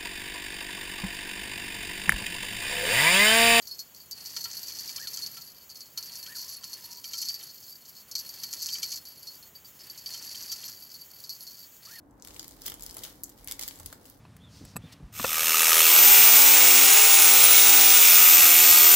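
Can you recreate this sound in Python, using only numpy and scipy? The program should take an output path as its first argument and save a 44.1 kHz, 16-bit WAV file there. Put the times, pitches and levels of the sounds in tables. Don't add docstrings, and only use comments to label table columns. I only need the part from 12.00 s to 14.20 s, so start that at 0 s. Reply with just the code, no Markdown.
import sys
import numpy as np
from scipy import signal
from scipy.fft import rfft, irfft, next_fast_len
from scipy.io import wavfile
from scipy.ndimage import uniform_filter1d

SR = 44100
rng = np.random.default_rng(int(sys.argv[2]) if len(sys.argv) > 2 else 0)


def unload_wav(signal):
    wavfile.write(
        sys.argv[1],
        SR,
        np.round(np.clip(np.atleast_2d(signal).T, -1, 1) * 32767).astype(np.int16),
    )


N = 97020
TIME = np.arange(N) / SR


def cracks():
    # (time [s], level [dB], body [dB], sparkle [dB], length [ms], left over right [dB], flake pitch [Hz])
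    hits = [(0.1096, -59.5, -27, 1, 2.3, 0, 8100), (0.1985, -56, -30, -11, 0.98, 9, 8000),
            (0.2234, -39, -23, -9, 0.18, 4, 5640), (0.2488, -37.5, -1, 5.5, 1.6, 7, 5300),
            (0.2729, -35.5, -4.5, 3, 2.8, 0, 8700), (0.2840, -43, -3, 1, 1.4, 9, 7340),
            (0.307, -43, 0, -11, 1.3, 4, 5370), (0.3444, -41, -4, 6, 1, 5, 8100),
            (0.3633, -41.5, 4, -10, 1.1, 3, 3460), (0.3665, -40.5, -16, -4, 0.7, -3, 7600),
            (0.3862, -54, -16, 4, 0.4, 2, 8040), (0.395, -28, -11.5, -8, 1.6, 1, 6700),
            (0.4294, -38, -9, -3, 0.62, 1, 13100), (0.4434, -38, -3.5, -5, 2.4, 2.5, 7800),
            (0.48, -35.5, -15, 1.5, 1.1, -1.5, 11500), (0.4914, -44, -12, 0, 0.64, 4, 7000),
            (0.5102, -41, -15, -1, 0.76, 3.5, 8100), (0.5212, -47.5, -5, -4, 0.8, 7, 4960),
            (0.6191, -35, -25, 2, 0.94, 1, 5000), (0.659, -34.5, 8, 10.5, 1.9, 12, 11600),
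            (0.662, -28.5, -16, -5, 2.5, -0.5, 5270), (0.6648, -26, -3, 15, 2.3, -10, 14200),
            (0.6704, -31.5, -7, 3, 4.9, 6, 5300), (0.677, -29.5, -14, 4, 5.1, -3, 4940),
            (0.681, -27.5, 0, 9, 3, 3, 3240), (0.699, -28.5, -9, 5, 3.6, 0, 13600),
            (0.7197, -34, -2, 6.5, 0.9, 2, 3130), (0.7411, -33, -7, 4.5, 0.74, -1, 10700),
            (0.7962, -42, -8, -1, 0.6, -2, 7500), (0.8082, -39, -22, 3, 0.82, 10, 11500),
            (0.823, -32.5, -24, 4, 1.3, -1, 6900), (0.8333, -33, -26, 4, 3.4, 6, 10700),
            (0.838, -34.5, -22, 7, 1.4, -7, 11500), (0.8635, -29.5, -16.5, 4.5, 1.4, 3, 4700),
            (0.8928, -41, -4, 0, 4.1, 2, 7600), (0.8977, -37.5, -12, 3, 1.7, 3, 5100),
            (0.91, -36, -12, 3, 1.1, 5, 5200), (0.928, -43, -11, 6, 0.7, 0, 11000),
            (0.9428, -35.5, -18, 9, 4.1, 1, 8200), (0.9485, -38, -12, 4, 2.2, 1, 12200),
            (0.9682, -29, -7.5, 10.5, 3, 2, 11500), (0.982, -34, -10, 5, 4.7, 2.5, 12000),
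            (0.9907, -36.5, -11, 3.5, 2.9, 4, 5100), (1.0355, -33, -14, -1.5, 0.59, 6, 5050),
            (1.0385, -30.5, -4.5, 4.5, 2.2, -1, 5700), (1.0418, -31, -7, 5, 2.2, 1, 11300),
            (1.0502, -37, 0.5, 9, 0.6, 14, 5960), (1.2351, -24.5, -26, 12, 1.1, 2, 12700),
            (1.2408, -30.5, -42, -4.5, 0.73, 3, 7100), (1.2631, -53, -30, 7, 0.6, 3, 7450),
            (1.2938, -43.5, -30, 0, 1.4, -1, 7800), (1.298, -42.5, -41, 2, 1.2, 2, 12500),
            (1.4448, -37.5, -25, 10, 2.2, 2, 10700), (1.4744, -28, 1, 11.5, 1.2, 5.5, 12240),
            (1.4833, -33.5, -7, 0, 3.3, 3, 4580), (1.4847, -35, -6, -17, 2.6, -3, 7350),
            (1.5057, -58, -6, 6, 0.65, 2, 12500), (1.512, -25, -15, -2, 1.8, 1.5, 12600),
            (1.5211, -24.5, -13, 4, 2.2, 1.5, 12200), (1.5928, -36.5, 2, 2, 1.6, 13, 10900),
            (1.5942, -26.5, -7.5, 6.5, 2, -4, 7100), (1.6117, -28.5, -6.5, 1, 2.1, -3, 15000),
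            (1.616, -37, 1, 0, 4.7, -2, 7300), (1.6203, -38, -5, 5, 0.83, 6, 4500),
            (1.6251, -29.5, -8.5, -9, 4.2, 4, 10000), (1.6348, -27.5, -5, -3, 0.96, 0, 5600),
            (1.677, -42, -8, 0, 1.5, 5, 11000), (1.6789, -27, -6.5, 5, 0.85, -8, 14100),
            (1.685, -33.5, -8.5, 0, 2.8, 17, 12600), (1.71, -38, 5.5, 2, 1.2, 6, 12000),
            (1.7576, -41, -23, 0, 0.97, 1, 7540), (1.7889, -45, -17, 5, 0.27, 4, 9000),
            (1.799, -35.5, -22, 3.5, 2.7, 0, 8100), (1.8312, -44.5, -6, 1, 1.6, 2, 13800),
            (1.8599, -28, -12.5, 8, 1.3, -0.5, 9640), (1.8622, -33.5, -5, 6, 2.5, 9.5, 12100),
            (1.9272, -36, 2, 6, 1.4, 3.5, 8200), (1.9304, -41.5, -1, 6, 2.5, 4, 12500),
            (2.054, -43, -3.5, 4.5, 7, 7, 15100), (2.0621, -45, -22, 7, 2.6, -2, 7700),
            (2.0992, -40, -20, 10, 2.4, -3, 12000)]
    # (frequency [Hz], gain [dB])
    crust_tone = [(300, -2), (600, -2.5), (900, -1), (1400, -3.5), (2100, 4), (2550, -0.5), (3100, 6),
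                  (3900, 4), (4800, 6.5), (5700, 2.5), (7800, 5), (8700, -1.5), (10300, 2), (12500, 1),
                  (14000, -1), (16000, -1.5)]
    # (time [s], lag of the left channel [samples])
    wander = [(.25, 0.5), (.35, 3.5), (.7, 2.5), (1.0, 1), (1.5, 0.5), (1.62, 4), (1.75, 1.04)]
    body_below_hz, sparkle_above_hz, trim_db = 3770, 9400, 0.5
    out = np.zeros((2, N + SR))
    for s, db, body_db, sparkle_db, length_ms, pan_db, flake_hz in hits:
        tone = lambda hz: (at_hz(crust_tone, hz) + body_db / (1 + (hz / body_below_hz) ** 6)
                           + sparkle_db / (1 + (sparkle_above_hz / hz) ** 8))
        lag = np.interp(s, *np.transpose(wander))
        burst = colour(fracture(length_ms, lag, flake_hz), tone)
        burst = energy_one(burst) * np.sqrt(SR / 1000)
        gains = from_db(trim_db + db + np.array([[pan_db], [-pan_db]]) / 2)
        start = int(s * SR)
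        out[:, start:start + burst.shape[1]] += burst * gains
    return out[:, :N]


def fracture(length_ms, lag, flake_hz, size=700):
    rise_ms, decay_ms = .28, .75 * max(length_ms, .2)
    ring_ms, flake_db = .28, -5
    shared = .58
    ms = TIME[:size] * 1000
    rise = 1 - np.exp(-ms / rise_ms)
    breaks = energy_one(rng.standard_normal((3, size)) * rise * np.exp(-ms / decay_ms))
    flake = energy_one(np.sin(2 * np.pi * flake_hz * TIME[:size]) * rise * np.exp(-ms / ring_ms))
    common = energy_one(breaks[2] + from_db(flake_db) * flake)
    delays = np.maximum([[lag], [-lag]], 0)
    common = irfft(rfft(common) * np.exp(-2j * np.pi * np.fft.rfftfreq(size) * delays))
    return energy_one(np.sqrt(shared) * common + np.sqrt(1 - shared) * breaks[:2])


def crumbling():
    # (time [s], level [dB])
    squeeze = [(0, -86), (.19, -71.5), (.26, -53.5), (.40, -50.5), (.465, -53), (.5, -55), (.59, -56),
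               (.64, -47), (.68, -45.5), (.77, -56), (.84, -48), (.93, -53.5), (.98, -51), (1.06, -43),
               (1.13, -53), (1.22, -60.5), (1.3, -55), (1.355, -62.5), (1.385, -53), (1.46, -58),
               (1.49, -42), (1.58, -57), (1.62, -38.5), (1.69, -48.5), (1.75, -49.5), (1.84, -55),
               (1.92, -52), (1.98, -60), (2.04, -57), (2.09, -54), (2.2, -64.5)]
    # (frequency [Hz], gain [dB])
    crumb_tone = [(300, -3), (600, -16.5), (900, -3.5), (1400, -5.5), (2000, -3), (2550, -8), (3100, -3),
                  (3800, -1.5), (4800, 0), (6000, -1.5), (7800, -2.5), (8800, -5.5), (10500, -1),
                  (12500, -0.5), (16000, 0)]
    usual_snaps_per_s, usual_db = 1000, -55.5
    spread_db, decay_s, trim_db = 2, .00055, -2.4
    rustle = .089
    vigour = level(squeeze)
    snaps_per_s = usual_snaps_per_s * (vigour / from_db(usual_db)) ** .65
    onsets = rng.random(N) < snaps_per_s / SR
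    sizes = from_db(spread_db * np.minimum(rng.exponential(1, N), 4))
    fade = np.exp(-2 / (decay_s * SR))
    power = signal.lfilter([1], [1, -fade], onsets * sizes ** 2 + 1e-12)
    power /= uniform_filter1d(power, size=1800) + 1e-9
    noise = rng.standard_normal((2, N)) + .5 * rng.standard_normal(N)
    grains = colour(noise * np.sqrt(power + rustle), lambda hz: at_hz(crumb_tone, hz))
    return from_db(trim_db) * vigour * rms_one(grains)


def knocks():
    # (time [s], level [dB], decay [s])
    thuds = [(0.663, -56, 0.0083), (0.676, -43, 0.0063), (0.719, -46.5, 0.0071), (0.968, -45, 0.005),
             (1.041, -54, 0.046), (1.512, -50, 0.011), (1.593, -53, 0.013), (1.799, -48.5, 0.011),
             (1.927, -41.5, 0.0039)]
    # (frequency [Hz], gain [dB])
    thud_tone = [(100, -8.5), (300, -12.5), (480, 6), (620, -1.5), (850, 0.5), (1300, -0.5), (2000, -5.5),
                 (4000, -14), (16000, -63)]
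    envelope = sum(from_db(db) * (TIME >= s) * np.exp(-np.maximum(TIME - s, 0) / decay_s)
                   for s, db, decay_s in thuds)
    return envelope * stereo_noise(thud_tone)


def hollow(crust):
    # (start [s], end [s], pitch [Hz], width [Hz], gain [dB])
    cavities = [(0.604, 1.1, 3140, 400, -3), (1.415, 1.587, 2220, 240, 5)]
    out = np.zeros_like(crust)
    for start, end, hz, width_hz, db in cavities:
        gate = np.interp(TIME, [start, start + .02, end, end + .02], [0, 1, 1, 0])
        radius = np.exp(-np.pi * width_hz / SR)
        feedforward = (1 - radius ** 2) / 2 * np.array([1, 0, -1])
        feedback = [1, -2 * radius * np.cos(2 * np.pi * hz / SR), radius ** 2]
        out += from_db(db) * signal.lfilter(feedforward, feedback, crust * gate)
    return out


def rumble():
    # (time [s], level [dB])
    movement = [(0, -70), (.5, -64), (.58, -61), (.72, -64), (.86, -53), (.97, -62), (1.33, -74),
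                (1.4, -60), (1.58, -57.5), (1.75, -68), (1.86, -50.5), (1.95, -98), (2.2, -59)]
    return level(movement) * wavering_tone(hz=42.8, width_hz=16.7) * from_db([[-1.7], [1.7]])


def bumps():
    # (time [s], gain [dB], pitch [Hz], decay [s])
    thumps = [(0.276, -43, 65, 0.02), (1.773, -45, 89.8, 0.06), (1.844, -37, 68, 0.016)]
    rise_s = .024
    out = np.zeros(N)
    for s, db, hz, decay_s in thumps:
        age = np.maximum(TIME - s, 0)
        envelope = (1 - np.exp(-age / rise_s)) * np.exp(-age / decay_s)
        out += from_db(db) * envelope * wavering_tone(hz, width_hz=24, window=1500)
    return out


def rubbing():
    # (time [s], level [dB])
    strokes = [(0, -72), (.3, -58), (.57, -65.5), (.68, -56), (.78, -59), (.93, -58.5), (1.0, -54),
               (1.1, -64.5), (1.25, -64.5), (1.42, -62), (1.52, -61.5), (1.8, -61.5), (1.95, -61),
               (2.2, -66.5)]
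    # (frequency [Hz], gain [dB])
    rub_tone = [(150, -1), (300, 4), (500, 3.5), (630, -2.5), (900, -2), (1500, -7), (3000, -25),
                (16000, -71)]
    return level(strokes) * stereo_noise(rub_tone)


def kitchen(crust):
    scatter_decay_s, scatter_db = .005, -9
    t60_s, tail_rise_s, tail_top_hz, tail_db = .21, .00062, 7700, -9.5
    t = TIME[:SR // 2]
    bins_hz = np.fft.rfftfreq(len(t), 1 / SR)
    scatter = energy_one(rng.standard_normal((2, len(t))) * np.exp(-t / scatter_decay_s) * (t > .001))
    tail = rng.standard_normal((2, len(t))) * from_db(-60 * t / t60_s) * (1 - np.exp(-t / tail_rise_s))
    tail = energy_one(signal.sosfilt(signal.butter(1, tail_top_hz, fs=SR, output="sos"), tail))
    responses = (t == 0) + from_db(scatter_db) * scatter + from_db(tail_db) * tail
    out = []
    for channel, response in zip(crust, responses):
        ripple = uniform_filter1d(np.abs(rfft(response)) ** 2, size=120)
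        flatten = lambda hz: -10 * np.log10(np.interp(hz, bins_hz, ripple / ripple.mean()))
        out.append(signal.fftconvolve(channel, colour(response, flatten))[:N])
    return np.array(out)


def room_tone():
    # (frequency [Hz], gain [dB])
    bed_tone = [(25, -9.5), (42, -2.5), (65, -2.5), (95, -1), (130, -2), (190, -6), (280, 0.5), (400, -13),
                (510, -8), (650, -11.5), (920, -11), (1250, -20.5), (1650, -21.5), (2500, -39), (6000, -40),
                (16000, -38)]
    hum = from_db(-66.5) * wavering_tone(hz=290, width_hz=41)
    return hum + from_db(-58.5) * stereo_noise(bed_tone)


def wavering_tone(hz, width_hz, window=4000):
    edges_hz = [max(hz - width_hz / 2, 10), hz + width_hz / 2]
    band = signal.butter(2, edges_hz, "band", fs=SR, output="sos")
    tone = rms_one(signal.sosfilt(band, rng.standard_normal(N + SR))[SR:])
    return rms_one(tone / np.sqrt(uniform_filter1d(tone ** 2, size=window) + .1))


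def stereo_noise(spectrum):
    # (frequency [Hz], left-right correlation [0 to 1])
    likeness = [(40, 0.78), (150, 0.95), (350, 0.66), (700, 0.39), (1500, 0.038), (3000, 0.58),
                (6000, 0.046), (16000, .05)]
    mid_db = lambda hz: at_hz(spectrum, hz) + 10 * np.log10(1 + at_hz(likeness, hz))
    side_db = lambda hz: at_hz(spectrum, hz) + 10 * np.log10(1 - at_hz(likeness, hz))
    mid = colour(rng.standard_normal(N), mid_db)
    side = colour(rng.standard_normal(N), side_db)
    return rms_one(np.array([mid + side, mid - side]))


def colour(x, gain_db):
    size = next_fast_len(2 * x.shape[-1], real=True)
    size += size % 2
    hz = np.maximum(np.fft.rfftfreq(size, 1 / SR), 1)
    cepstrum = irfft(np.log(from_db(gain_db(hz))))
    cepstrum[1:size // 2] *= 2
    cepstrum[size // 2 + 1:] = 0
    return irfft(rfft(x, size) * np.exp(rfft(cepstrum)))[..., :x.shape[-1]]


def at_hz(points, hz):
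    frequencies, values = np.transpose(points)
    return np.interp(np.log(hz), np.log(frequencies), values)


def level(rows):
    return from_db(np.interp(TIME, *np.transpose(rows)))


def from_db(db):
    return 10 ** (np.asarray(db) / 20)


def rms_one(x):
    return x / np.sqrt(np.mean(x ** 2) + 1e-20)


def energy_one(x):
    return x / np.sqrt(np.sum(x ** 2, axis=-1, keepdims=True) + 1e-20)


def scene():
    crust = cracks() + crumbling() + knocks()
    return kitchen(crust + hollow(crust)) + rumble() + bumps() + rubbing() + room_tone()


def record(dry):
    low_cut = signal.butter(6, 36, "high", fs=SR, output="sos")
    high_cut = signal.ellip(10, .3, 80, 15900, fs=SR, output="sos")
    return signal.sosfilt(high_cut, signal.sosfilt(low_cut, dry))


dry = scene()
out = record(dry)
unload_wav(out)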